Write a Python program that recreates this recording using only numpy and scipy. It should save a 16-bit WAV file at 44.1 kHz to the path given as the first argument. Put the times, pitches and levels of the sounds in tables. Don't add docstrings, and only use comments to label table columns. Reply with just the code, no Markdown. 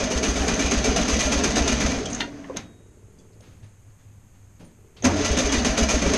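import sys
import numpy as np
from scipy import signal
from scipy.fft import rfft, irfft, next_fast_len
from scipy.io import wavfile
from scipy.ndimage import uniform_filter1d

SR = 44100
rng = np.random.default_rng(int(sys.argv[2]) if len(sys.argv) > 2 else 0)


def boost(x):
    u = np.asarray(x, float) / 20
    return 10 ** u


def store_wav(level_fs):
    pcm = np.round(np.clip(np.atleast_2d(level_fs), -1, 1) * 32767)
    wavfile.write(sys.argv[1], SR, pcm.T.astype(np.int16))


N = 272405


def rms_of(x):
    return np.sqrt(np.mean(x ** 2))


def rms_one(x):
    return x / np.sqrt(np.mean(x ** 2) + 1e-20)


def in_time(rows):
    s, db = np.transpose(rows)
    return np.interp(np.arange(N) / SR, s, db, left=-140, right=-140)


def clicks(seconds, sizes):
    out = np.full(N, 1e-18)
    at = np.round(np.asarray(seconds) * SR).astype(int)
    out[np.clip(at, 0, N - 1)] = sizes
    return out


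def grains(per_s, spread_db):
    sizes = boost(spread_db * np.minimum(rng.exponential(1, N), 5)) * rng.choice([-1, 1], N)
    return rms_one(sizes * (rng.random(N) < per_s / SR))


def drift(per_s, count):
    steps = rng.standard_normal((count, 400))
    at = np.clip(np.arange(N) * per_s / SR, 0, 398)
    return np.array([np.interp(at, np.arange(400), row) for row in steps])


def add(out, s, size, rise, decay):
    first = max(int(s * SR), 0)
    t = np.arange(min(int(16 * decay * SR), N - first)) / SR
    out[first:first + len(t)] += size * (1 - np.exp(-t / rise)) * np.exp(-t / decay)
    return out


def burst(s, rise, decay):
    return add(np.zeros(N), s, 1, rise, decay)


def swells(rows, rise):
    power = np.zeros(N)
    for s, db, decay in rows:
        add(power, s, boost(2 * db), rise, decay / 2)
    return np.sqrt(power)


def ring(x, hz, t60):
    radius, w = boost(-60 / (t60 * SR)), 2 * np.pi * hz / SR
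    return signal.lfilter([0, np.sin(w)], [1, -2 * radius * np.cos(w), radius ** 2], x)


def resonances(x, peaks, wander_db=0.0):
    strength = boost(wander_db * drift(16, count=len(peaks)))
    total = np.zeros(N)
    for k, (hz, width, db) in enumerate(peaks):
        mode = ring(x * strength[k], hz, 3.25 / width)
        total += (-1) ** k * boost(db) * width * mode
    return rms_one(total)


def coloured(x, spectrum):
    hz, db = np.transpose(spectrum)
    size = next_fast_len(N)
    grid = np.arange(size // 2 + 1) * SR / size + 1
    gain = boost(np.interp(np.log(grid), np.log(hz), db))
    return rms_one(irfft(rfft(x, size) * gain, size)[:N])


def filtered(x, order, hz, kind):
    return signal.sosfilt(signal.butter(order, hz, kind, fs=SR, output="sos"), x)


# (time [s], clatter peak [dB], body [dB], decay [s])
STROKES = [(0.103, -18.5, -20.5, 0.047), (0.2263, -15.5, -20, 0.055), (0.355, -20, -22, 0.11),
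           (0.471, -18.5, -18, 0.032), (0.5918, -13.5, -25, 0.02), (0.709, -13.5, -18.5, 0.021),
           (0.84, -12, -21, 0.023), (0.961, -16, -18, 0.03), (1.078, -14, -24, 0.03),
           (1.189, -12.5, -31, 0.034), (1.314, -14.5, -20, 0.027), (1.435, -10.5, -16.5, 0.017),
           (1.555, -11.5, -15.5, 0.018), (1.673, -11, -21, 0.019), (1.802, -18.5, -18.5, 0.029),
           (1.9105, -19, -20, 0.01), (5.042, -12.5, -10.5, 0.018), (5.245, -13, -41, 0.019),
           (5.367, -13.5, -18.5, 0.036), (5.5188, -11, -14.5, 0.021), (5.645, -11.5, -16.5, 0.025),
           (5.773, -11, -15, 0.023), (5.887, -10.5, -17.5, 0.027), (6.016, -23, -17.5, 0.042),
           (6.135, -11.5, -12, 0.0082)]
# (time [s], effort [dB])
EFFORT = [
    [(0.0, 3), (0.25, -4.5), (0.6, 1), (1.9, 2), (2.05, -4), (2.2, -3.5), (2.3, -11.5), (2.6, -14.5),
     (2.85, -34.5)],
    [(5.036, -0.5), (5.09, -1.5), (5.15, -0.5), (5.2, 2.5), (5.4, 1.5), (5.9, 0), (6.177, 3.5)],
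]
CASE_DB, TINWARE_DB, MESH_DB = -33.5, -34, -36
CASE_FOLLOWS, TINWARE_FOLLOWS, MESH_FOLLOWS = 0.8, 1.09, 1.78
SAG_DB, SAG_LEAD_S, SAG_S = -0.5, 0.017, 0.097


def meshing():
    effort = np.max([in_time(rows) for rows in EFFORT], axis=0)
    t = np.arange(-.1, .1, 1 / SR)
    dip = np.exp(-(2 * t / SAG_S) ** 2)
    sag = signal.fftconvolve(clicks(np.transpose(STROKES)[0] - SAG_LEAD_S, 1), dip, "same")
    layers = [(CASE_DB, CASE_FOLLOWS), (TINWARE_DB, TINWARE_FOLLOWS), (MESH_DB, MESH_FOLLOWS)]
    gains = [boost(db + follows * (effort + SAG_DB * sag)) for db, follows in layers]
    return [uniform_filter1d(gain, size=150) ** 2 for gain in gains]


# (time of the pressure crest [s], puff [dB])
PUFFS = [(0.043, -28), (0.168, -25), (0.3, -23.5), (0.417, -24.5), (0.542, -28), (0.658, -25), (0.784, -23),
         (0.902, -24.5), (1.024, -25.5), (1.141, -22.5), (1.264, -23.5), (1.38, -25), (1.502, -28),
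         (1.62, -22.5), (1.741, -24.5), (1.86, -23), (1.987, -29), (5.318, -21.5), (5.46, -23),
         (5.587, -23), (5.71, -25), (5.831, -21), (5.955, -21.5), (6.073, -22.5)]
# (time of the crest [s], level [dB])
TEETH = [(0.0422, -23), (0.078, -45), (0.1195, -23), (0.1779, -22), (0.2326, -20), (0.2873, -23.7),
         (0.3628, -26), (0.4231, -28), (0.4851, -18), (0.5406, -24.6), (0.6204, -22), (0.6414, -33),
         (0.6643, -22), (0.715, -24), (0.737, -23), (0.7782, -25.5), (0.8213, -33), (0.8488, -27),
         (0.9655, -18), (1.0174, -22.5), (1.0641, -35), (1.0993, -21), (1.1391, -21), (1.1722, -24.9),
         (1.2088, -17.5), (1.2579, -22.7), (1.326, -17.5), (1.3401, -24), (1.3834, -23), (1.4463, -21),
         (1.5076, -24.5), (1.5841, -18), (1.6819, -21.5), (1.7274, -20.5), (1.8103, -20), (1.8661, -23),
         (1.9149, -30), (1.9476, -31), (1.969, -33),
         (5.055, -16), (5.1671, -30), (5.2178, -29), (5.2557, -22), (5.3333, -32), (5.3922, -16.5),
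               (5.4647, -25.2), (5.5438, -22), (5.5915, -35), (5.6551, -29), (5.788, -24.5),
               (5.8354, -22.3), (5.9137, -22), (5.9505, -24), (5.9948, -28), (6.0248, -21.6), (6.0647, -29),
               (6.0974, -25.9), (6.1387, -20.9)]
# (frequency [Hz], width [Hz], level [dB])
CASE = [(176.2, 16, -1.5), (216.7, 52.5, 0), (255, 57, 0.5), (290, 32, 0.5), (337, 68, -11)]
# (frequency [Hz], width [Hz], level [dB])
TINWARE = [(423, 100, 2), (519, 54, 3), (547, 140, 1), (639.6, 32, 4), (685, 33, 1), (776, 49, -4)]
# (frequency [Hz], width [Hz], level [dB])
GEARS = [(1380, 32, 0), (1760, 28, -1), (1970, 38, 0), (2300, 38, 0), (2430, 32, 1), (2620, 50, -4),
         (2890, 38, 0), (3280, 60, -6), (3684, 35, -3), (4030, 35, -4), (4437, 45, -4), (4890, 70, -4),
         (5290, 70, -8), (5914, 50, -4)]
# (frequency [Hz], density [dB per Hz])
CLATTER = [(300, -4), (900, -1.5), (1500, -7.5), (2400, -3), (4200, -5.5), (5800, -4.5), (7000, -9.5),
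           (8500, -15.5), (9300, -16.5), (10200, -27.5), (11200, -18.5), (12100, -40), (12900, -53),
           (15000, -76)]
# (frequency [Hz], density [dB per Hz])
RUMBLE = [(25, -7), (45, 30.5), (90, 19), (140, 29.5), (200, -38)]
TOOTH_DB, TOOTH_RISE_S, TOOTH_DECAY_S = -3, 0.0052, 0.0062
VALVE_CLATTER_DB, VALVE_CASE_DB = -30, -52
WHIRR_DB, WHIRR_HZ = -5.5, (845, 2070)


def cranking():
    case, tinware, mesh = meshing()
    rumble = boost(-5.0) * np.sqrt(case) * coloured(rng.standard_normal(N), RUMBLE)
    clatter = np.zeros(N)
    for s, clatter_db, body_db, decay in STROKES:
        add(clatter, s, boost(2 * (clatter_db - 13.0)), 0.004, decay)
        add(tinware, s, boost(2 * (body_db - 9.0)), 0.0087, 1.64 * decay)
        add(case, s + 0.0046, boost(2 * (body_db - 9.5)), .009, 2.0 * decay)
    for s, puff_db in PUFFS:
        add(clatter, s - .004, boost(2 * VALVE_CLATTER_DB + 2.2 * (puff_db + 22.5)), .003, 0.0072)
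        add(case, s - .012, boost(2 * VALVE_CASE_DB), .008, 0.072)
    for s, peak_db in TEETH:
        add(clatter, s - TOOTH_RISE_S, boost(2 * (peak_db + TOOTH_DB)), TOOTH_RISE_S, TOOTH_DECAY_S)

    sharp = coloured(grains(6000, spread_db=2.5), CLATTER)
    soft = filtered(sharp[::-1], 2, 7000, "low") + boost(-15.0) * np.roll(sharp, SR)
    drive = np.sqrt(0.79 * mesh + clatter)
    gear_modes = resonances(drive * grains(3000, spread_db=2.5), GEARS, wander_db=3.0)
    gears = boost(-3.5) * rms_of(drive) * gear_modes
    heavy = grains(900, spread_db=1.5)
    whirr = rms_one(filtered(grains(4000, spread_db=2.5), 2, WHIRR_HZ, "band"))
    tin = np.sqrt(tinware) * (resonances(heavy, TINWARE, wander_db=3.0) + boost(WHIRR_DB) * whirr)
    block = np.sqrt(case) * resonances(heavy[::-1], CASE, wander_db=1.0)
    return np.sqrt(clatter) * sharp + np.sqrt(mesh) * soft + gears + tin + block + rumble


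def rung(rows, db, rise, decay):
    out, t = np.zeros(N + SR), np.arange(SR // 4) / SR
    shape = (1 - np.exp(-t / rise)) * np.exp(-t / decay)
    shape = shape / shape.max()
    for (s, peak_db, hz), phase in zip(rows, rng.uniform(0, 2 * np.pi, len(rows))):
        first = max(int((s - rise) * SR), 0)
        tone = np.sin(2 * np.pi * hz * t + phase)
        out[first:first + len(t)] += boost(peak_db + db) * shape * tone
    return out[:N]


# (time [s], peak [dB], frequency [Hz])
CASE_RINGS = [(0.053, -21, 246), (0.121, -22, 245), (0.238, -24, 280), (0.288, -21, 290), (0.334, -27, 296),
              (0.373, -27, 283), (0.431, -20.5, 275), (0.501, -20, 263), (0.595, -15.5, 270),
              (0.687, -22, 216), (0.726, -16, 248), (0.795, -23, 223), (0.834, -23.5, 226),
              (0.883, -15, 263), (0.928, -24, 263), (0.978, -17, 228), (1.041, -22, 253), (1.103, -20, 282),
              (1.162, -15, 221), (1.263, -18, 268), (1.31, -18, 237), (1.403, -18.5, 255),
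              (1.438, -19.5, 276), (1.509, -23, 230), (1.545, -16, 229), (1.578, -23, 193),
              (1.645, -30, 276), (1.701, -18, 264), (1.732, -17, 238), (1.8, -33, 240), (1.832, -20.5, 221),
              (1.903, -24, 259), (1.946, -25, 283), (1.99, -21, 248),
              (5.049, -10.5, 253), (5.106, -19, 342), (5.142, -16.5, 294), (5.199, -14.5, 284),
                    (5.291, -30, 287), (5.326, -23, 237), (5.374, -16.5, 252), (5.425, -28, 260),
                    (5.479, -18.5, 276), (5.536, -15.5, 245), (5.614, -18, 223), (5.663, -13, 248.3),
                    (5.731, -20.5, 272), (5.794, -17.5, 230), (5.862, -18, 226), (5.892, -17.5, 215),
                    (5.959, -15.5, 277), (6.032, -18, 238), (6.112, -17, 267), (6.149, -14, 235)]
# (time [s], peak [dB], frequency [Hz])
TIN_RINGS = [(0.019, -23, 548), (0.109, -20, 391), (0.217, -22, 640), (0.364, -36, 653), (0.478, -22, 627),
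             (0.568, -21, 636), (0.599, -25, 627), (0.717, -15.5, 398), (0.787, -28, 592),
             (0.816, -29, 630), (0.861, -19, 443), (0.97, -18.5, 654), (1.0, -20.5, 610), (1.077, -32, 660),
             (1.159, -20, 493), (1.275, -17, 608), (1.352, -23, 540), (1.387, -37, 620), (1.441, -20, 391),
             (1.502, -34, 618), (1.532, -27, 413), (1.563, -17.5, 459), (1.677, -24, 641),
             (1.805, -33, 644), (1.876, -27, 540), (1.996, -23.5, 430), (2.054, -30, 477),
             (5.046, -15, 557), (5.17, -26.5, 650), (5.204, -16.5, 428), (5.302, -24, 447),
                   (5.334, -15.5, 412), (5.392, -21, 517), (5.465, -14, 413), (5.652, -19, 434),
                   (5.714, -23, 648), (5.773, -23, 702), (5.891, -36, 686), (5.94, -17, 627),
                   (6.031, -23, 386), (6.06, -16, 404), (6.102, -18.5, 432), (6.132, -15, 633)]
# (time [s], peak [dB], frequency [Hz])
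GEAR_RINGS = [(0.1027, -24, 2330), (0.2279, -22, 2280), (0.3586, -20, 2290), (0.4768, -23, 2360),
              (0.594, -16, 2320), (0.7138, -19, 2130), (0.844, -16, 2320), (0.9633, -34, 2370),
              (1.0794, -21, 2310), (1.1962, -26, 2420), (1.3205, -16, 2410), (1.4422, -19, 1570),
              (1.5589, -22, 2850), (1.6821, -20, 2820), (1.8053, -16, 2370),
              (5.25, -22, 1373), (5.3712, -28, 1410), (5.4959, -18.5, 3290), (5.6481, -15.5, 1970),
                    (5.7718, -18, 2310), (5.887, -14.5, 2410), (6.0187, -18, 2420), (6.0641, -18, 2350),
                    (6.1435, -22, 2290)]


def contacts():
    case = rung(CASE_RINGS, db=-5.5, rise=0.00793, decay=0.023)
    tin = rung(TIN_RINGS, db=-6.5, rise=0.004065, decay=0.022)
    gears = rung(GEAR_RINGS, db=-12.5, rise=0.002995, decay=0.018)
    return case + tin + gears


# (frequency [Hz], t60 [s])
SILENCER = [(50, .6), (59.6, .44), (66, .27), (86, .9)]
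# (lead [s], then level of each silencer mode [dB] x 4)
CYLINDERS = [(.0159, -2.5, -1, -9, -11.5), (.0144, -15.5, -13, 6.5, -20), (.0165, -7, 4, -40, -16),
             (.0141, -11, -40, 6, -7.5)]
# (time [s], peak [dB], frequency [Hz], t60 [s])
ENGAGE = (5.05, -20, 88, 1.1)


def exhaust():
    s, puff_db = np.transpose(PUFFS)
    pipes = np.array(CYLINDERS)[np.arange(len(s)) % 4]
    out = ring(clicks([ENGAGE[0]], boost(ENGAGE[1])), *ENGAGE[2:])
    for k, (hz, t60) in enumerate(SILENCER):
        suction = clicks(s - pipes[:, 0], -boost(puff_db + pipes[:, k + 1]))
        out = out + ring(suction, hz, t60)
    return filtered(out, 3, 96, "low")


# (time [s], level [dB], decay [s])
LOW_PANEL = [(1.98, -31, 0.046), (2.24, -29.5, 0.11), (2.45, -37, 0.094), (2.63, -44, .04)]
# (time [s], level [dB], decay [s])
HIGH_PANEL = [(1.98, -42, 0.028), (2.07, -40, 0.037), (2.22, -45, .05), (2.38, -38.5, 0.048)]
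PANEL_RISE_S, PANEL_HZ, PANEL_WAVER_HZ = 0.05, (279, 642), 8.0


def coasting():
    out, (low, high, flutter) = 0, drift(13, count=3)
    for rows, hz, waver in zip([LOW_PANEL, HIGH_PANEL], PANEL_HZ, [low, high]):
        phase = 2 * np.pi * np.cumsum(hz + PANEL_WAVER_HZ * waver) / SR
        out = out + swells(rows, PANEL_RISE_S) * np.sin(phase)
    return out * boost(4 * np.interp(np.arange(N) * 4, np.arange(N), flutter, period=N))


def struck(hit, modes, chatter_s):
    s, peak_db = hit[0]
    chatter = 0.07 * grains(1000, spread_db=3.5) * burst(s, 0.0014, chatter_s)
    touch = clicks([s], 0.41) + chatter
    return boost(peak_db - 12.5) * sum(boost(db) * ring(touch, hz, t60) for hz, db, t60 in modes)


# (time [s], peak [dB])
PINION_BACK = [(2.204, -13)]
# (frequency [Hz], level [dB], t60 [s])
PINION = [(710, -12, 0.06), (963, -2, 0.07), (1437, 1, 0.035), (1613, -5, 0.05), (1870, 5, 0.07),
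          (2025, -8, 0.12), (2800, 0, 0.035), (3260, 0, 0.04), (3610, 1.5, 0.025), (4300, -3, 0.035)]


def pinion_return():
    return struck(PINION_BACK, PINION, chatter_s=0.018)


# (time [s], peak [dB])
LATCH_SHUT = [(2.57, -16.5)]
# (frequency [Hz], level [dB], t60 [s])
LATCH = [(689, -20, .4), (800, -5, 0.2), (970, 0, 0.05), (1570, -4, .04), (2100, 2, 0.05), (2326, 0, 0.035),
         (3050, 2, .03), (3290, -23, 0.55), (3345, -26, .3), (3780, -19, 0.9), (4440, 3, 0.03),
         (5540, 1, 0.02), (6250, 4, 0.03)]


def latch():
    return struck(LATCH_SHUT, LATCH, chatter_s=0.0027)


# (time [s], peak [dB], centre [Hz], width [octaves], decay [s])
TICKS = [(2.0555, -21, 3220, 0.19, 0.0096), (2.0555, -25, 5270, 0.99, 0.0073), (2.2, -46, 12400, .8, .004),
         (2.1, -40.5, 7250, 0.64, 0.05), (2.13, -28, 5600, 0.62, 0.008), (2.147, -26, 6600, 0.48, 0.0066),
         (2.2055, -14.5, 2500, 1.48, 0.008), (2.443, -40, 1880, 0.23, 0.015), (2.44, -42, 2950, .3, .008),
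         (2.445, -39, 1000, 0.37, .01), (2.497, -32, 990, 0.45, 0.016), (2.4975, -22, 477, 0.54, .0086),
         (2.545, -25, 500, 1.04, 0.0083), (2.54, -44, 2600, .6, .012), (2.5697, -12, 4700, 1.2, 0.0017),
         (2.5695, -22, 9600, 1.7, 0.0017), (3.185, -58, 4750, .11, .024), (3.19, -61, 3400, 0.056, .025),
         (3.187, -56.5, 6400, 0.99, .022), (3.325, -59, 4600, .3, .015), (3.407, -52, 3100, .4, .008),
         (3.407, -47, 4800, .8, .003), (2.21, -37, 415, 0.15, .04), (2.21, -44, 700, 0.14, 0.015),
         (3.405, -46, 520, .5, .02), (3.9, -65, 4700, .4, .01), (4.605, -53, 850, .5, 0.052),
         (4.967, -46, 3300, 1.1, .039), (5.023, -34, 6200, .23, .0065), (5.024, -26.5, 500, 0.77, .026),
         (5.023, -36, 2500, 0.9, 0.022), (5.048, -20.5, 470, 2.2, 0.084)]


def knocks():
    out, noise = np.zeros(N), rng.standard_normal(N + SR)
    for s, peak_db, hz, octaves, decay in TICKS:
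        band = [hz * 2 ** (-octaves / 2), min(hz * 2 ** (octaves / 2), .45 * SR)]
        near = slice(int(s * SR) - SR // 10, int(s * SR) + SR)
        shape = burst(s, 0.0007, decay)[near]
        out[near] += boost(peak_db - 6) * rms_one(filtered(noise[near], 3, band, "band")) * shape
    return out


def garage(x, t60=0.19):
    t = np.arange(SR) / SR
    tail = rng.standard_normal(SR) * boost(-60 * t / t60) * (t > .012)
    tail = signal.lfilter([1], [1, -.6], tail)
    return signal.fftconvolve(x, tail / np.sqrt(np.sum(tail ** 2)))[:N]


# (first knock [s], stop [s], peak [dB])
PUMP = [
    (2.582, 3.38, -47),
    (4.79, 5.02, -48),
]
# (frequency [Hz], level [dB], t60 [s])
PUMP_BODY = [(362, -16, .22), (401, -7, .22), (441, -8, .22), (585, -20, .3), (865, -21, .12)]
PUMP_PER_S = 17.93


def pump():
    blows = np.zeros(N)
    for first, stop, db in PUMP:
        s = np.arange(first, stop, 1 / PUMP_PER_S)
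        blows += clicks(s, boost(db + rng.normal(0, 1.2, len(s))))
    return sum(boost(db) * ring(blows, hz, t60) for hz, db, t60 in PUMP_BODY)


# (time [s], length [s], rustle [dB], thud [dB])
SHIFTS = [(2.561, 0.028, -31.5, -42.5), (3.164, 0.065, -70, -56.5), (3.33, .03, -66, -58),
          (3.422, 0.1, -55.5, -54), (3.625, 0.038, -55, -59), (3.985, 0.086, -65, -72),
          (4.34, .05, -65, -74), (4.594, 0.056, -53.5, -46.5), (4.962, 0.07, -53, -56)]
# (frequency [Hz], density [dB per Hz])
RUSTLE = [(400, 3), (800, 2.5), (2500, 0.5), (5000, -5), (9000, -26)]
# (frequency [Hz], density [dB per Hz])
THUD = [(110, -16), (170, 2), (300, -6.5), (600, -13.5), (1000, -49)]
# (time [s], level [dB])
FLEXES = [(2.63, -42), (2.82, -54), (3.05, -52), (3.38, -53), (3.5, -47), (3.63, -38.5), (3.88, -46.5),
          (4.069, -46), (4.17, -47.5), (4.32, -48), (4.6, -47), (4.75, -52), (5.02, -40)]
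# (time [s], level [dB], decay [s])
SQUEAKS = [(3.19, -74, .02), (3.405, -60, .02), (3.5, -76, .08), (3.64, -67, 0.033), (4.59, -69, .03),
           (4.645, -53, 0.022), (5.02, -56, .02)]
# (frequency [Hz], width [Hz], level [dB])
SQUEAK = [(9160, 110, 0)]
SHIFT_RISE_S, SETTLE_DB, SETTLE_S = 0.018, -55, 0.61
FLEX_RISE_S, FLEX_DECAY_S, HUM_DB = 0.017, 0.044, -58.5


def pause():
    rustle = swells([(s, db + 1.5, length) for s, length, db, _ in SHIFTS], SHIFT_RISE_S)
    thuds = [(s, db + 5.0, 1.28 * length) for s, length, _, db in SHIFTS]
    thud = swells(thuds + [(SHIFTS[0][0], SETTLE_DB, SETTLE_S)], SHIFT_RISE_S)
    flexes = [(s - FLEX_RISE_S, db + 2.5, FLEX_DECAY_S) for s, db in FLEXES]
    hum = boost(HUM_DB) + swells(flexes, FLEX_RISE_S)
    noise = rng.standard_normal((3, N))
    out = rustle * coloured(grains(5000, spread_db=0.5), RUSTLE) + thud * coloured(noise[0], THUD)
    out = out + hum * resonances(noise[1], [(101.6, 7.3, -3), (168, 5.1, -44.0)])
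    squeak = resonances(resonances(noise[2], SQUEAK), SQUEAK)
    return out + swells(SQUEAKS, .005) * squeak


# (frequency [Hz], density [dB per Hz])
AIR = [(20, -10), (40, -15.5), (70, -7.5), (130, -17.5), (200, -19), (450, -30.5), (1000, -35),
       (2400, -39.5), (3900, -47.5), (6500, -49.5), (9000, -66)]


def room_air():
    return boost(-53.5) * coloured(rng.standard_normal(N), AIR)


def scene():
    blows = pinion_return() + latch() + knocks()
    engine = cranking() + contacts() + exhaust() + coasting()
    return (engine + blows + boost(-16.5) * garage(blows) + pump() + pause() + room_air())[None]


TOP_HZ, TOP_LOST_DB, TOP_BACK_DB_PER_S = 12400, -46, 7


def thin_top(x):
    ramp = TOP_BACK_DB_PER_S * np.arange(N) / SR
    level = 10 * np.log10(uniform_filter1d(x ** 2, size=4096) + 1e-12)
    held = np.maximum.accumulate(np.minimum(level, TOP_LOST_DB + 6) + ramp) - ramp
    top = signal.sosfiltfilt(signal.butter(10, TOP_HZ, "high", fs=SR, output="sos"), x)
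    return x - top * (1 - boost(-6 * np.clip(held - TOP_LOST_DB, 0, 6)))


def band_limit(x):
    return signal.sosfilt(signal.butter(12, 14000, fs=SR, output="sos"), x)


# (frequency [Hz], density [dB per Hz])
HISS = [(2000, -20), (5700, -21), (6120, -13), (6440, 9.5), (6950, 5.5), (9300, 0), (10200, -8),
        (12000, -2), (13900, -11.5), (15000, -45)]
# (frequency [Hz], width [Hz], level [dB])
PORT = [(6310, 193, 11), (6440, 118, 12), (6710, 200, -4)]


def record(dry):
    heard = dry[0] + boost(-67.5) * coloured(rng.standard_normal(N), HISS)
    for hz, width, db in PORT:
        ridge = signal.lfilter(*signal.iirpeak(hz, hz / width, fs=SR), dry[0])
        heard = heard + boost(db - 2.0) * ridge
    return band_limit(thin_top(heard)[None])


dry = scene()
out = record(dry)
store_wav(out)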